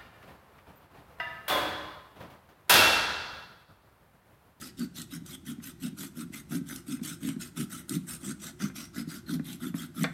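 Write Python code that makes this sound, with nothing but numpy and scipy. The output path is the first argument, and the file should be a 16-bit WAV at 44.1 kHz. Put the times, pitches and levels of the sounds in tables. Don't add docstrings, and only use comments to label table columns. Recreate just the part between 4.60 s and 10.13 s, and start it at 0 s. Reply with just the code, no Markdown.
import sys
import numpy as np
from scipy import signal
from scipy.fft import rfft, irfft, next_fast_len
from scipy.io import wavfile
from scipy.ndimage import map_coordinates

SR = 44100
rng = np.random.default_rng(int(sys.argv[2]) if len(sys.argv) > 2 else 0)


def generate_wav(signal):
    frames = np.transpose(np.atleast_2d(signal))
    scaled = np.clip(frames, -1, 1) * 32767
    pcm = np.round(scaled).astype(np.int16)
    wavfile.write(sys.argv[1], SR, pcm)


N = 243873
SIZE = 16384
T = np.arange(SIZE) / SR

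# start in seconds, length in seconds,
# share of the length spent speeding up, rasp level in dB, thump level in dB.
STROKES = [(-0.001, 0.12, 0.16, -48, -49.5), (0.168, 0.11, 0.22, -50.5, -33.5),
           (0.341, 0.11, 0.29, -46.5, -47.2), (0.498, 0.083, 0.37, -48, -40),
           (0.649, 0.11, 0.61, -48.5, -47.5), (0.849, 0.091, 0.24, -48, -37.3),
           (1.019, 0.11, 0.27, -47.5, -47.5), (1.198, 0.098, 0.33, -47, -33.5),
           (1.364, 0.13, 0.26, -45, -43), (1.547, 0.1, 0.39, -48.5, -36), (1.722, 0.1, 0.18, -46.5, -48.5),
           (1.892, 0.101, 0.31, -45, -30.5), (2.056, 0.16, 0.34, -47.5, -44.5),
           (2.262, 0.12, 0.23, -47.5, -34), (2.426, 0.14, 0.17, -43.3, -39),
           (2.604, 0.14, 0.27, -47.0, -31.5), (2.791, 0.11, 0.15, -45.5, -49.5),
           (2.956, 0.1, 0.22, -43.5, -30.5), (3.094, 0.14, 0.24, -47, -46.5),
           (3.282, 0.1, 0.47, -45, -27.5), (3.465, 0.12, 0.22, -45, -48),
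           (3.599, 0.133, 0.55, -46.5, -33.5), (3.792, 0.13, 0.33, -47, -50.5),
           (3.989, 0.11, 0.2, -45.5, -31), (4.146, 0.14, 0.18, -46.5, -47.5),
           (4.335, 0.1, 0.38, -46.5, -34), (4.472, 0.14, 0.32, -48.5, -47), (4.664, 0.11, 0.39, -48, -29.5),
           (4.836, 0.14, 0.34, -49.5, -41), (4.993, 0.12, 0.34, -49.5, -34.5),
           (5.14, 0.14, 0.36, -48, -42.5), (5.348, 0.12, 0.54, -44.5, -27)]
# start in seconds, relative peak in dB, decay by 60 dB in seconds.
SNAGS = [(0.014, -29, 0.014), (0.194, -33.5, .025), (0.417, -26.5, 0.023), (0.662, -35.5, 0.028),
         (2.089, -33, .025), (2.161, -29, 0.018), (2.688, -34, 0.026), (2.812, -33, 0.026),
         (3.2944, -17, 0.012), (3.878, -37, 0.013), (4.165, -35.5, 0.067), (5.433, -24, 0.017)]
# start in seconds, relative peak in dB,
# frequency in Hz above which the contact is too soft to ring.
CLACKS = [(1.001, -47.5, 2000), (2.394, -45, 2050), (2.687, -38.5, 2000), (4.001, -39, 2510),
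          (4.098, -41, 2120), (4.672, -51, 2000), (4.795, -37, 1700), (5.1425, -31, 1980),
          (5.4416, -16.5, 4530), (5.4486, -25, 2400)]
# start in seconds, relative peak in dB.
BUMPS = [(0.618, -39), (0.983, -32.5), (1.328, -35.5), (1.701, -35), (2.013, -28.5), (2.415, -25),
         (2.764, -25.5), (3.722, -32.5), (4.474, -29), (4.797, -25.5), (5.143, -24), (5.438, -32)]
# frequency in Hz, mean level in dB, decay by 60 dB in seconds.
HANDLE_MODES = [(487, -4.5, 0.047), (764, -12, 0.063), (1083, -1.5, .035), (1270, -3, 0.041),
                (1540, -1, .035), (1837, -2, 0.042), (2067, -1, 0.035), (2360, -4, 0.038), (3500, 0, 0.031),
                (4430, -10, 0.06)]
# frequency in Hz, width in Hz, relative level in dB.
BLADE_MODES = [(2567, 33, -19.5), (3510, 230, -13.5), (3763, 51, -18), (4040, 230, -14), (4590, 100, -19.5),
               (5196, 43, -16.5), (5960, 160, -17.5), (6550, 89, -20.5), (7580, 61, -23.5),
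               (8200, 170, -12), (8220, 32, -25), (9370, 170, -14), (10900, 300, -17.5), (12560, 130, -14)]
# frequency in Hz, relative density in dB per Hz.
RASP = [(1500, -27), (2400, 0.5), (2800, 2.5), (3600, 4), (4500, -0.5), (6000, 3.5), (7100, 1.5),
        (8200, 4.5), (9300, 1), (10500, -12.5), (14000, -40)]
# frequency in Hz, relative density in dB per Hz.
WOOD = [(300, -18.5), (430, -24.5), (620, -3.5), (850, -27.5), (1100, -7.5), (1300, 5), (1500, 6),
        (1750, -5), (2050, 1), (2400, -11), (3200, -26.5)]
# frequency in Hz, relative density in dB per Hz.
FIZZ = [(7500, -53), (9800, -5), (10900, 1), (11700, 0.5), (12600, -1), (13600, -1.5), (14700, -8),
        (15800, -25.5)]
# frequency in Hz, relative density in dB per Hz.
STUMP = [(25, -54), (90, -30.5), (125, -17), (166, 1.5), (208, -3.5), (238, 2), (268, 2), (298, -2),
         (325, -14), (355, -13.5), (430, -28), (600, -46), (1200, -62), (5000, -100)]
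# frequency in Hz, relative density in dB per Hz.
CRACK = [(250, -28), (500, -3), (750, -5.5), (1100, -12), (1500, 6), (2000, -2.5), (2400, -1),
         (2900, -10.5), (4200, -4), (6000, -13), (12000, -36)]
# time in seconds, frequency in Hz, relative level in dB.
KERF = [(0, 4950, -3), (.65, 3550, -6.5), (1.2, 2720, -12.5), (1.36, 7700, -8), (1.72, 10900, -12),
        (2.42, 8300, -2), (2.8, 8650, -9), (3.46, 8670, 2.5), (3.79, 7860, -1), (3.99, 6000, -1.5),
        (4.45, 4830, -6), (4.68, 4020, 0), (5.35, 3060, -12)]
# time in seconds, relative level in dB.
FIZZ_LEVEL = [(0, -5.5), (1.1, -3.5), (2.5, -5.5), (3.4, -3.5), (3.65, -9), (4.15, -8), (4.85, -2.5),
              (5.35, -2)]
# frequency in Hz, decay by 60 dB in seconds.
GARAGE_T60 = [(150, 0.5), (350, 0), (1500, 0.53), (5000, 0.32), (14000, 1.6)]
# frequency in Hz, level in dB.
GARAGE_DB = [(150, -4.5), (350, -9), (700, -7), (2000, -9.5), (12000, -19.5)]
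# frequency in Hz, relative density in dB per Hz.
AMBIENT = [(25, -27), (40, -9), (65, 4.5), (110, 3.5), (170, 8), (270, -4.5), (350, 5), (430, -17),
           (900, -19), (2000, -25.5), (5000, -27.5), (15000, -42.5)]

HOLD_SHARE = 0.33
# swell over the hold in dB, relative level of the wood in dB.
PULL, PUSH = (-2, -6.5), (0.97, -4)
WOOD_DB_PER_S = 0.58
GRAZE_S, GRAZE_DB = 0.016, -21
JAM_S = 5.440
TOP_HZ = 15850


def saw(judder_hz=69, judder_wander=0.12, tooth_hz=950, grip_db=1.5, steel_db=-1.5):
    track = np.zeros(N)
    steel = sum(amp(db + steel_db) * resonance(hz, width) for hz, width, db in BLADE_MODES)
    rasp, wood, fizz = body(RASP), body(WOOD), body(FIZZ)
    for k, (s, length, rise_share, rasp_db, thump_db) in enumerate(STROKES):
        swell_db, wood_db = PUSH if k % 2 else PULL
        ring_hz, ring_db = at(KERF, s)
        fizz_db, = at(FIZZ_LEVEL, s)
        start = s - GRAZE_S
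        speed = hand_speed(length, rise_share, swell_db) * (start + T < JAM_S)
        judder = rng.random() + np.cumsum(judder_hz * np.exp(judder_wander * wobble(39.3))) / SR
        teeth = np.cumsum(tooth_hz * np.sqrt(speed) * amp(0.7 * wobble(90))) / SR
        cut = matched(speed * amp(grip_db * wobble(107)), speed)
        parts = [
            amp(-2.5) * rasp,
            steel,
            amp(wood_db + WOOD_DB_PER_S * s) * wood,
            amp(fizz_db) * fizz,
            amp(ring_db) * resonance(ring_hz, width_hz=0.08 * ring_hz),
        ]
        scrape = np.zeros(SIZE)
        for part in parts:
            force = tearing(cut, judder, teeth, tooth_depth=1.0, tooth_tone=0.28,
                            judder_db=1.5, clump_db=2.5)
            scrape += through(force, part)
        scrape = sliding(scrape, depth_db=3.8, patch_hz=380, patch_s=0.022)
        thump = thumping(speed, judder, lag_s=0.0054, scatter_db=1.5, rub=0.61)
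        add(track, start, in_garage(amp(rasp_db) * scrape + amp(thump_db) * thump))
    return track


def hand_speed(length, rise_share, swell_db):
    corners = GRAZE_S + length * np.clip([0, rise_share, rise_share + HOLD_SHARE, 1], 0, 1)
    speeds = [0, amp(GRAZE_DB), amp(-swell_db / 2), amp(swell_db / 2), 0]
    return np.interp(T, [0, *corners], speeds)


def tearing(speed, judder, teeth, tooth_depth, tooth_tone, judder_db, clump_db):
    bite = np.exp(-tooth_depth * (teeth % 1))
    snaps = unit(rng.standard_normal(SIZE) * bite)
    pushes = unit(np.diff(np.floor(teeth), prepend=0)) * np.sqrt(np.mean(speed > 0))
    pressure_db = judder_db * np.cos(2 * np.pi * judder) + clump_db * wobble(400.0)
    force = (snaps + tooth_tone * pushes) * amp(pressure_db) * speed
    return matched(force, speed)


def sliding(sound, depth_db, patch_hz, patch_s):
    window, overlap = 512, 384
    z = signal.stft(sound, nperseg=window, noverlap=overlap)[2]
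    bins, frames = np.indices(z.shape)
    places = [bins * SR / window / patch_hz, frames * (window - overlap) / SR / patch_s]
    field = map_coordinates(rng.standard_normal((200, 100)), places, mode="wrap")
    shaded = signal.istft(z * amp(depth_db * field), nperseg=window, noverlap=overlap)[1]
    return matched(shaded[:SIZE], sound)


def thumping(speed, judder, lag_s, scatter_db, rub):
    load = np.interp(T - lag_s, T, speed, left=0)
    kicks = np.diff(np.floor(judder), prepend=0) * amp(scatter_db * wobble(69.0))
    force = load * (unit(kicks) + rub * rng.standard_normal(SIZE))
    return matched(through(force, body(STUMP)), load)


def snags(ring=1.5, fizz=1.0):
    track = np.zeros(N)
    steel = body(RASP) + ring * resonance(7580, width_hz=920) + fizz * body(FIZZ)
    for s, db, t60 in SNAGS:
        force = rng.standard_normal(SIZE) * amp(-60 * T / t60)
        snap = through(force, steel)
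        add(track, s, amp(db) * in_garage(peaked(snap)))
    return track


def clacks(crack=1.6, crack_t60=0.037, gain_db=-1.0):
    track = np.zeros(N)
    for s, db, soft_hz in CLACKS:
        ring = np.zeros(SIZE)
        for hz, level_db, t60 in HANDLE_MODES:
            decay = amp(level_db + rng.normal(0, 0.85) - 60 * T / t60)
            ring += decay * np.sin(2 * np.pi * (hz * T + rng.random()))
        force = rng.standard_normal(SIZE) * amp(-60 * T / crack_t60)
        clack = ring + crack * through(force, body(CRACK))
        clack = signal.sosfilt(signal.butter(2, soft_hz, fs=SR, output="sos"), clack)
        add(track, s, amp(db + gain_db) * in_garage(peaked(clack)))
    return track


def bumps(gain_db=1.5, wood_db=-34):
    track = np.zeros(N)
    thud = body(STUMP) + amp(wood_db) * body(CRACK)
    for s, db in BUMPS:
        add(track, s, amp(db + gain_db) * in_garage(peaked(thud)))
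    return track


def in_garage(sound, near_db=-8, near_t60=0.15):
    hz, t, z = signal.stft(rng.standard_normal(SR // 2), SR, nperseg=256)
    t60 = along(GARAGE_T60, hz)[:, None]
    level_db = along(GARAGE_DB, hz)[:, None]
    gain = amp(level_db - 60 * t / t60) * np.sqrt(2 * np.log(1000) / (t60 * SR))
    late = signal.istft(z * gain, SR, nperseg=256)[1]
    echo = np.pad(late, (SR // 200, 0))
    scatter = unit(rng.standard_normal(SIZE) * amp(-60 * T / near_t60)) / np.sqrt(SIZE)
    echo[:SIZE] += amp(near_db) * scatter
    echo[0] = 1
    return signal.fftconvolve(sound, echo) / np.hypot(1, amp(near_db))


def outdoors(db=-53):
    noise = signal.fftconvolve(rng.standard_normal(N + SIZE), body(AMBIENT))[SIZE:SIZE + N]
    return amp(db) * unit(noise)


def body(spectrum):
    gain = amp(along(spectrum, np.fft.rfftfreq(SIZE, 1 / SR)))
    cepstrum = irfft(np.log(gain))
    fold = 1 + np.sign(SIZE // 2 - np.arange(SIZE))
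    return unit(irfft(np.exp(rfft(cepstrum * fold)))) / np.sqrt(SIZE)


def resonance(hz, width_hz):
    return unit(np.sin(2 * np.pi * hz * T) * np.exp(-np.pi * width_hz * T)) / np.sqrt(SIZE)


def through(force, response):
    return signal.fftconvolve(force, response)[:len(force)]


def wobble(rate):
    return map_coordinates(rng.standard_normal(SIZE // 16), [T * rate], mode="wrap")


def amp(db):
    return 10 ** (np.asarray(db) / 20)


def unit(x):
    return x / np.sqrt(np.mean(x ** 2) + 1e-20)


def peaked(x):
    return x / np.abs(x).max()


def matched(x, envelope):
    return unit(x) * np.sqrt(np.mean(envelope ** 2))


def along(points, hz):
    f, v = np.transpose(points)
    return np.interp(np.log(hz + 1), np.log(f), v)


def at(curve, s):
    times, *columns = np.transpose(curve)
    return [np.interp(s, times, column) for column in columns]


def add(track, s, sound):
    start = int(round(s * SR))
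    sound = sound[max(-start, 0):max(N - start, 0)]
    track[max(start, 0):][:len(sound)] += sound


def scene():
    return (saw() + snags() + clacks() + bumps() + outdoors())[None]


def record(dry):
    dry = signal.sosfilt(signal.butter(2, 38, "high", fs=SR, output="sos"), dry)
    size = next_fast_len(N + SIZE)
    passed = np.fft.rfftfreq(size, 1 / SR) < TOP_HZ
    return irfft(rfft(dry, size) * passed, size)[:, :N]


dry = scene()
out = record(dry)
generate_wav(out)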